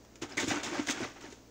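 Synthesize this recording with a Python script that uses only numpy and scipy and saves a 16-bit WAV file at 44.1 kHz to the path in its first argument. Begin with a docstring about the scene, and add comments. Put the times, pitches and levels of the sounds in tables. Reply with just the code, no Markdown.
"""A carton of milk is shaken by hand over a counter in a small, quiet kitchen.
First come an appliance hum (two sines) over soft coloured noise and a few drops (noise bursts).
Then the shaking: bulk milk churns and spray fizzes (banks of click-driven ringing bubbles), sounding
through the hollow carton; its walls thump and the box bulges (low damped sines).
A little later air pockets ring (damped, rising sines); at the end the milk settles over the hum."""
import sys
import numpy as np
from scipy import signal
from scipy.fft import rfft, irfft, next_fast_len
from scipy.io import wavfile

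SR = 44100
rng = np.random.default_rng(int(sys.argv[2]) if len(sys.argv) > 2 else 0)


def master(y):
    """Save y as 16-bit WAV."""
    cut = np.clip(np.atleast_2d(y).T, -1, 1)
    pcm = np.round(cut * 32767)  # scale
    wavfile.write(sys.argv[1], SR, pcm.astype(np.int16))


N = 66150
TIME = np.arange(N) / SR

# appliance hum: f/Hz, rms level/dB
HUM_TONES = [(58.5, -66.5), (117, -67)]
# colour of the quiet room: f/Hz, relative level/dB
ROOM_COLOUR = [(20, -8), (40, -48), (70, -3.5), (130, -23), (175, -8.5), (290, -5), (450, -8.5),
               (700, -15.5), (1500, -23.5), (3500, -28.5), (6500, -23.5), (10000, -44.5), (13500, -43.5),
               (15300, -32.5)]
# single drops smack the cardboard: t/s, level/dB
DROP_SMACKS = [(0.036, -72), (0.048, -58), (0.1561, -50), (0.371, -37), (0.402, -41), (0.513, -35),
               (0.6332, -35), (0.871, -34), (0.898, -30.5), (0.909, -32), (1.04, -41.5), (1.208, -47.5),
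               (1.324, -48.5)]
# resonances of the hollow carton: f/Hz, gain/dB
CARTON_RESONANCES = [(292, -1.5), (392, -2), (587, -7.5), (724, -13), (920, -2.5), (1308, -4), (1483, -3),
                     (1552, -2), (1812, -13), (2016, -12), (2134, -13), (2244, 1), (2357, -10)]
# the bulk of the milk rolls over: crest t/s, rise/s, level/dB, fall/(dB/s)
MILK_SURGES = [(0.233, 0.021, -39, 434), (0.336, 0.077, -47, 305), (0.377, 0.0096, -35, 250),
               (0.436, 0.062, -38, 435), (0.515, 0.029, -31.5, 320), (0.567, 0.06, -37, 171),
               (0.678, 0.06, -38, 247), (0.748, 0.049, -37, 200), (0.797, 0.064, -36.5, 315),
               (0.895, 0.026, -37.5, 335), (0.978, 0.075, -39.5, 191), (1.032, 0.042, -36, 202),
               (1.162, 0.0084, -49, 236.5), (1.238, 0.03, -48, 206), (1.257, 0.018, -50, 286),
               (1.325, 0.033, -76, 130)]
# colour of the churning: f/Hz, relative level/dB
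CHURN_COLOUR = [(30, -41), (70, -38), (120, -1), (175, -17), (260, 0), (350, -2), (520, -10.5), (740, -8.5),
                (1020, -12.5), (1480, -10.5), (2200, -13.5), (4000, -22.5), (6500, -23.5), (11000, -66),
                (15500, -72)]
# milk slaps a wall and sprays: start t/s, rise/s, level/dB, fall/(dB/s)
WALL_SPLASHES = [(0.215, 0.0083, -39, 539), (0.284, 0.013, -53, 160), (0.369, 0.0087, -34.5, 397),
                 (0.392, 0.01, -33.5, 190), (0.468, 0.017, -34.5, 147), (0.629, 0.0044, -38.5, 302),
                 (0.639, 0.0038, -41, 124), (0.719, 0.018, -47, 45), (0.863, 0.0035, -45.5, 154),
                 (0.881, 0.0037, -33.5, 299), (0.903, 0.0017, -31.5, 490), (0.96, 0.045, -47, 113),
                 (1.208, .005, -53.5, 111), (1.299, 0.0083, -54.5, 193)]
# colour of the spray and drops: f/Hz, relative level/dB
SPRAY_COLOUR = [(100, -28), (300, -12), (550, -5.5), (1000, -3.5), (2200, -2), (2900, -3), (3500, -1),
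                (4300, -6.5), (5300, -3.5), (6800, -1), (8000, -10.5), (10500, -26.5), (13400, -36),
                (15300, -20.5)]
# a wall of the carton takes the weight: t/s, f/Hz, peak level/dB
WALL_THUMPS = [(0.2203, 333, -30.5), (0.373, 310, -47), (0.4307, 283, -32), (0.442, 287.5, -26.5),
               (0.471, 300, -37), (0.477, 306, -26), (0.517, 297, -26), (0.53, 320, -37),
               (0.721, 333, -32.5), (0.780, 294, -38), (0.794, 295, -27), (0.8943, 276, -29),
               (0.9019, 275, -35), (1.004, 356, -28.5), (1.018, 245, -33.5), (1.240, 367, -39.5),
               (1.285, 250, -42.5), (1.325, 403, -42)]
# the whole carton bulges: t/s, peak level/dB
CARTON_BULGES = [(0.222, -44), (0.42, -44), (0.478, -35.5), (1.024, -41)]
# single air pockets ring: t/s, starting f/Hz, peak level/dB, t60/s
AIR_POCKETS = [(0.3217, 5080, -40, .015), (0.351, 3980, -50, 0.018), (0.3798, 2064, -19, 0.0089),
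               (0.386, 2240, -31, .06), (0.388, 1870, -31, .05), (0.511, 752, -26.5, 0.02),
               (0.513, 1500, -41, 0.022), (0.563, 1380, -32.5, .03), (0.8875, 2170, -27.5, .025),
               (0.892, 1560, -26.5, 0.012)]

ROOM_TONE_DB = -57
DROP_RISE_S, DROP_FALL_DB_PER_S = 0.00045, 1200
CARTON_WIDTH_HZ = 7.3  # bandwidth of each resonance
KITCHEN_T60_S, KITCHEN_DB = 0.23, -12.5
# bubbles ring down by 60 dB in this many cycles
CHURN_GRAINS_PER_S, CHURN_SPREAD_DB, CHURN_CYCLES = 6000, 2, 11.9
# longer-ringing bubbles in the churn; their level is relative to the gurgle
PLINKS_PER_S, PLINK_SPREAD_DB, PLINK_CYCLES, PLINK_DB = 1400, 3.0, 41, -4.5
SPRAY_GRAINS_PER_S, SPRAY_SPREAD_DB, SPRAY_CYCLES = 8000, 2.5, 16
SNAPS_PER_S, SNAP_DB = 1600, -4.5  # droplets that strike the cardboard, relative to the fizz
THUMP_RISE_S, THUMP_T60_S = 0.0012, 0.049
BULGE_HZ, BULGE_RISE_S, BULGE_T60_S = 112.3, 0.013, 0.063
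BUBBLE_RISE_S, BUBBLE_GLIDE_PER_S = 0.0011, 0.47  # glide: fractional pitch rise per second
CUTOFF_HZ = 15700


def from_db(db):
    """Decibels to gain."""
    return 10 ** (np.asarray(db) / 20)


def rms_one(x):
    """Scale to unit rms."""
    return x / np.sqrt(np.mean(x ** 2) + 1e-20)


def colour(x, spectrum):
    """Causal (minimum-phase) filter that follows a spectrum; rms 1."""
    size = 2 * next_fast_len(N)
    hz, db = np.transpose(spectrum)
    grid = np.maximum(np.arange(size // 2 + 1) * SR / size, 1)
    gain = from_db(np.interp(np.log(grid), np.log(hz), db))
    # folding the cepstrum onto positive time gives the minimum phase
    cepstrum = irfft(np.log(gain))
    cepstrum[1:size // 2] *= 2
    cepstrum[size // 2 + 1:] = 0
    response = np.exp(rfft(cepstrum))
    return rms_one(irfft(rfft(x, size) * response)[:N])


def clicks(per_s, spread_db):
    """Random clicks of uneven size and sign."""
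    sizes = from_db(spread_db * np.minimum(rng.exponential(1, N), 4))
    signs = rng.choice([-1, 1], N)
    return sizes * signs * (rng.random(N) < per_s / SR)


def froth(per_s, spread_db, cycles, low_hz, high_hz, count):
    """Tiny bubbles, each a click-driven damped resonator, with even power per Hz."""
    out = np.zeros(N)
    for hz in np.geomspace(low_hz, high_hz, count):
        radius = from_db(-60 * hz / (cycles * SR))
        poles = [1, -2 * radius * np.cos(2 * np.pi * hz / SR), radius ** 2]
        drive = clicks(per_s / count, spread_db) + 1e-18
        rings = signal.lfilter([1, 0, -1], poles, drive)
        out += np.sqrt(hz) * rms_one(rings)  # offsets the geometric spacing
    return rms_one(out)


def swell(start, rise, db, fall):
    """A straight rise, then a steady fall in dB."""
    age = TIME - start
    attack = np.clip(age / rise, 0, 1)
    return attack * from_db(db - fall * np.maximum(age - rise, 0))


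def ping(start, hz, db, rise, t60, glide=0):
    """A damped ring with a soft start, whose pitch may rise."""
    age = np.maximum(TIME - start, 0)
    attack = 1 - np.exp(-(age / rise) ** 2)
    shape = attack * np.exp(-np.log(1000) * age / t60)
    level = from_db(db) * shape / (shape.max() + 1e-12)
    return level * np.sin(2 * np.pi * hz * age * (1 + glide * age / 2))


def background():
    """An appliance's steady hum as sines with random phase, over soft coloured room noise."""
    hum = np.zeros(N)
    for hz, db in HUM_TONES:
        hum += np.sqrt(2) * from_db(db) * np.sin(2 * np.pi * (hz * TIME + rng.random()))
    return hum + from_db(ROOM_TONE_DB) * colour(rng.standard_normal(N), ROOM_COLOUR)


def drops():
    """Single drops smack the cardboard: very short bursts of spray-coloured noise."""
    smacks = sum(swell(t, DROP_RISE_S, db, DROP_FALL_DB_PER_S) for t, db in DROP_SMACKS)
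    return smacks * colour(rng.standard_normal(N), SPRAY_COLOUR)


def hollow(x):
    """The sloshing sets the carton's air space and walls ringing, as narrow resonators."""
    radius = np.exp(-np.pi * CARTON_WIDTH_HZ / SR)
    unit_peak = (1 - radius ** 2) / 2
    out = x
    for hz, db in CARTON_RESONANCES:
        poles = [1, -2 * radius * np.cos(2 * np.pi * hz / SR), radius ** 2]
        out = out + from_db(db) * unit_peak * signal.lfilter([1, 0, -1], poles, x)
    return out


def kitchen(x):
    """A short diffuse tail from the counter and walls: decaying noise after a 3 ms gap."""
    decay = np.exp(-np.log(1000) * TIME / KITCHEN_T60_S)
    tail = rng.standard_normal(N) * decay * (TIME > .003)
    tail /= np.sqrt(np.sum(tail ** 2))
    return from_db(KITCHEN_DB) * signal.fftconvolve(x, tail)[:N]


def churn():
    """Larger bubbles tumble in each surge: short-ringing gurgle and longer plinks."""
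    gurgle = froth(CHURN_GRAINS_PER_S, CHURN_SPREAD_DB, CHURN_CYCLES, 80.5, 9060, count=40)
    plinks = froth(PLINKS_PER_S, PLINK_SPREAD_DB, PLINK_CYCLES, 581, 7290, count=60)
    surges = [swell(crest - rise, rise, db, fall) for crest, rise, db, fall in MILK_SURGES]
    strength = np.sqrt(sum(surge ** 2 for surge in surges))  # overlaps add in power
    return strength * colour(gurgle + from_db(PLINK_DB) * plinks, CHURN_COLOUR)


def spray():
    """Each slap bursts into ringing fine bubbles and the bare clicks of droplets."""
    fizz = froth(SPRAY_GRAINS_PER_S, SPRAY_SPREAD_DB, SPRAY_CYCLES, 304, 15400, count=36)
    snaps = from_db(SNAP_DB) * rms_one(clicks(SNAPS_PER_S, SPRAY_SPREAD_DB))
    strength = np.sqrt(sum(swell(*row) ** 2 for row in WALL_SPLASHES))
    return strength * colour(fizz + snaps, SPRAY_COLOUR)


def wall_thumps():
    """Hollow thumps as the walls take the weight: quickly damped low rings."""
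    return sum(ping(t, hz, db, THUMP_RISE_S, THUMP_T60_S) for t, hz, db in WALL_THUMPS)


def bulges():
    """The whole box flexes: a deeper damped ring with a softer start."""
    return sum(ping(t, BULGE_HZ, db, BULGE_RISE_S, BULGE_T60_S) for t, db in CARTON_BULGES)


def bubbles():
    """Trapped air pockets plink, rising slightly in pitch."""
    return sum(ping(t, hz, db, BUBBLE_RISE_S, t60, BUBBLE_GLIDE_PER_S) for t, hz, db, t60 in AIR_POCKETS)


def scene():
    """The shaken carton close by, in its room."""
    milk = drops() + churn() + spray()
    shake = hollow(milk) + wall_thumps() + bulges() + bubbles()
    return (background() + shake + kitchen(shake))[None]


def record(dry):
    """The top is cut steeply by an elliptic low-pass."""
    low_pass = signal.ellip(12, .2, 70, CUTOFF_HZ, fs=SR, output="sos")
    return signal.sosfilt(low_pass, dry)


dry = scene()
out = record(dry)
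master(out)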